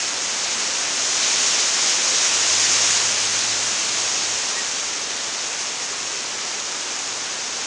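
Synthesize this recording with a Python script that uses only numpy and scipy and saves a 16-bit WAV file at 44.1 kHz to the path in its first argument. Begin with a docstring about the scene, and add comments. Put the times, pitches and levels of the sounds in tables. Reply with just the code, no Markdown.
"""Gust in a palm garden

A gust swells and dies away through coconut palms, banana plants and tall trees. The far crowns
roar softly; nearer, countless stiff leaflets brush and tick against each other in flurries.
Behind them a distant engine speeds up and fades, something hoots faintly, and a bird chirps once.
The sound is the same in both ears."""
import sys
import numpy as np
from scipy import signal
from scipy.fft import rfft, irfft, next_fast_len
from scipy.io import wavfile
from scipy.ndimage import uniform_filter1d, map_coordinates

SR = 44100
rng = np.random.default_rng(int(sys.argv[2]) if len(sys.argv) > 2 else 0)


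def to_wav(s):
    """Save 16-bit WAV."""
    ch = np.atleast_2d(s).T  # columns
    pcm = np.round(np.clip(ch, -1, 1) * 32767)  # PCM
    wavfile.write(sys.argv[1], SR, pcm.astype(np.int16))


N = 337806

# tone colour of leaflets rubbing and tapping: f/Hz, level/dB
LEAFLET_SPECTRUM = [(200, -34.5), (700, -13), (1500, -10), (2500, -5.5), (3400, -5.5), (4400, -5),
                    (5300, -1.5), (6500, 0.16), (7100, -2.5), (8000, -10.5), (9000, -17), (10000, -24.5)]


def undb(db):
    """Decibels to gain."""
    return 10 ** (np.asarray(db) / 20)


def unit(x):
    """Scale to rms 1."""
    return x / np.sqrt(np.mean(x ** 2))


def drift(rate_hz):
    """Smooth random modulation with `rate_hz` new values a second; rms 1."""
    knots = rng.standard_normal(4096)
    return unit(map_coordinates(knots, [np.arange(N) / SR * rate_hz], order=3, mode="wrap"))


def colour(x, spectrum):
    """EQ through (f/Hz, level/dB) points; rms 1."""
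    hz, db = np.transpose(spectrum)
    size = next_fast_len(N + 4096)
    f = np.maximum(np.fft.rfftfreq(size, 1 / SR), 1)
    gain = undb(np.interp(np.log(f), np.log(hz), db))
    return unit(irfft(rfft(x, size) * gain, size)[:N])


def band(x, low_hz, high_hz):
    """Gentle band-pass."""
    edges = [low_hz, min(high_hz, SR / 2 - 1)]
    return signal.sosfilt(signal.butter(2, edges, "band", fs=SR, output="sos"), x)


def gust(light_wind_db=-28):
    """The foliage's envelope in dB above a light wind: one gust, with a lift for each swinging frond."""
    # strength of the wind in the leaves: t/s, level/dB
    strength = [(0.0, -23), (0.08, -25.5), (1.15, -22), (1.23, -19.5), (1.73, -20.5), (1.9, -18.5),
                (1.94, -20.5), (2.92, -17.5), (3.07, -20.5), (3.8, -22.5), (4.08, -22.5), (4.95, -26.5),
                (6.21, -28), (7.66, -28)]
    # single fronds swing and lift the rustle: crest t/s, length/s, lift/dB
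    swings = [(0.55, 0.32, .6), (1.41, .2, 0.4), (2.253, 0.11, 0.7), (5.605, 0.13, 0.5), (6.52, .14, 1.1),
              (7.61, .16, 0.5)]
    t = np.arange(N) / SR
    lifts_db = sum(db * np.cos(np.pi * np.clip((t - crest) / length, -.5, .5)) ** 2
                   for crest, length, db in swings)
    return np.interp(t, *np.transpose(strength)) - light_wind_db + lifts_db


def engine(top_hz=113.2, top_s=3.85, rise_hz_per_s=10.3, ease_hz_per_s=11, attack_s=.13, release_s=.06):
    """A far engine speeds up and eases off; only its lowest partials carry, wavering in the wind."""
    # exhaust note: multiple of the firing rate, level/dB
    partials = [(1, 0.5), (2, -7.5), (3, -19)]
    # the drone carries over in swells: start t/s, length/s, level/dB
    swells = [(2.47, 1.22, -49.3), (4.03, .04, -51.5), (4.23, .11, -55.5)]
    t = np.arange(N) / SR
    envelope = np.zeros(N)
    for start, length, db in swells:
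        fade = np.maximum(start - t, 0) / attack_s + np.maximum(t - start - length, 0) / release_s
        envelope = np.maximum(envelope, undb(db) * np.exp(-fade))
    firing_hz = top_hz - np.maximum(rise_hz_per_s * (top_s - t), ease_hz_per_s * (t - top_s))
    phase = 2 * np.pi * np.cumsum(firing_hz * (1 + .004 * drift(12))) / SR
    drone = 0
    for k, db in partials:
        waver_db = 3 if k > 1 else 1
        drone += np.sin(k * phase) * undb(db + waver_db * drift(7))
    return np.sqrt(2) * drone * envelope


def call(start_s, length_s, pitch_hz, level_db, scoop, droop, quaver, attack_s, release_s):
    """A nearly pure note slides in as it swells and droops as it ends; the trees scatter it a little."""
    t = np.arange(N) / SR
    attack = np.clip((t - start_s) / attack_s, 0, 1)
    release = np.clip((start_s + length_s - t) / release_s, 0, 1)
    hz = pitch_hz * (1 - scoop * (1 - attack) ** 2 - droop * (1 - release))
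    phase = 2 * np.pi * np.cumsum(hz * (1 + quaver * drift(250))) / SR
    note = np.sqrt(2) * np.sin(phase) * undb(level_db) * attack * np.sqrt(release)
    scatter = rng.standard_normal(N) * np.exp(-t / .05)
    echo = signal.fftconvolve(note, scatter / np.linalg.norm(scatter))[:N]
    return note + undb(-15) * echo


def crowns(gust_db, level_db=-33, follow=.33, lead_s=.16, blur_s=.5):
    """Far trees blur into a soft roar; the gust reaches them first, and each octave wavers a little."""
    # tone colour of the far crowns: f/Hz, level/dB
    roar_spectrum = [(20, -35.5), (35, -25.5), (60, -15), (100, -10.5), (160, -8.5), (220, -4.5),
                     (400, -0.5), (800, -1), (1400, -0.5), (2500, -5), (4000, -8), (6500, -5.5),
                     (10000, -34)]
    octaves_hz = 20 * 2. ** np.arange(10)
    air = sum(band(rng.standard_normal(N), hz, 2 * hz) * undb(.4 * drift(6)) for hz in octaves_hz)
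    t = np.arange(N) / SR
    far_gust_db = np.interp(t + lead_s, t, uniform_filter1d(gust_db, int(blur_s * SR)))
    return colour(air, roar_spectrum) * undb(level_db + follow * far_gust_db)


def contacts(rate, spread_db):
    """Random leaf contacts at `rate` a second: many soft ones, a few hard; rms 1."""
    happens = rng.random(N) < rate / SR
    force = undb(spread_db * np.minimum(rng.exponential(size=N), 3.5))
    return unit(happens * force * rng.choice([-1, 1], N) / np.sqrt(rate))


def flurries(gust_db, base_db=-40, base_ticks_per_s=260, bunch_db=3, ring_s=.00073):
    """The nearest fronds flap, and their stiff edges clatter in short runs of dry ticks."""
    hits = contacts(base_ticks_per_s * undb(gust_db), spread_db=4.5) * undb(bunch_db * drift(24))
    age = np.arange(512) / SR
    energy = signal.fftconvolve(hits ** 2, np.exp(-2 * age / ring_s))[:N]
    ticks = np.sqrt(np.maximum(energy, 0)) * rng.standard_normal(N)  # a tiny noise burst for each hit
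    return colour(ticks, LEAFLET_SPECTRUM) * undb(base_db + gust_db)


def leaflets(gust_db, base_db=-28, base_taps_per_s=5500, sway_db=.2, flutter_db=.7, brighten=.031):
    """Leaflets of each size rustle in their own band; more wind makes more, harder, brighter taps."""
    edges_hz = np.geomspace(300, 11000, 10)
    rustle = 0
    for low, high in zip(edges_hz, edges_hz[1:]):
        taps = band(contacts(base_taps_per_s * undb(gust_db), spread_db=2), low, high)
        motion_db = sway_db * drift(6.8) + flutter_db * drift(32)
        tilt_db = brighten * np.log2(high / edges_hz[-2]) * gust_db
        rustle += taps * undb(motion_db + tilt_db)
    return colour(rustle, LEAFLET_SPECTRUM) * undb(base_db + gust_db)


def scene():
    """One gust drives all the foliage; the engine and the calls sit behind it."""
    gust_db = gust()
    foliage = crowns(gust_db) + leaflets(gust_db) + flurries(gust_db)
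    chirp = call(start_s=4.528, length_s=.096, pitch_hz=1905, level_db=-32.5,
                 scoop=.22, droop=.07, quaver=.018, attack_s=.056, release_s=.016)
    hoot = call(start_s=.51, length_s=.19, pitch_hz=224, level_db=-45.5,
                scoop=-.065, droop=.13, quaver=.009, attack_s=.037, release_s=.17)
    garden = engine() + hoot + chirp + foliage
    return np.array([garden, garden])


def record(dry, cutoff_hz=10050):
    """A steep low-pass takes off the top end."""
    return signal.sosfilt(signal.ellip(12, .1, 85, cutoff_hz, fs=SR, output="sos"), dry)


dry = scene()
out = record(dry)
to_wav(out)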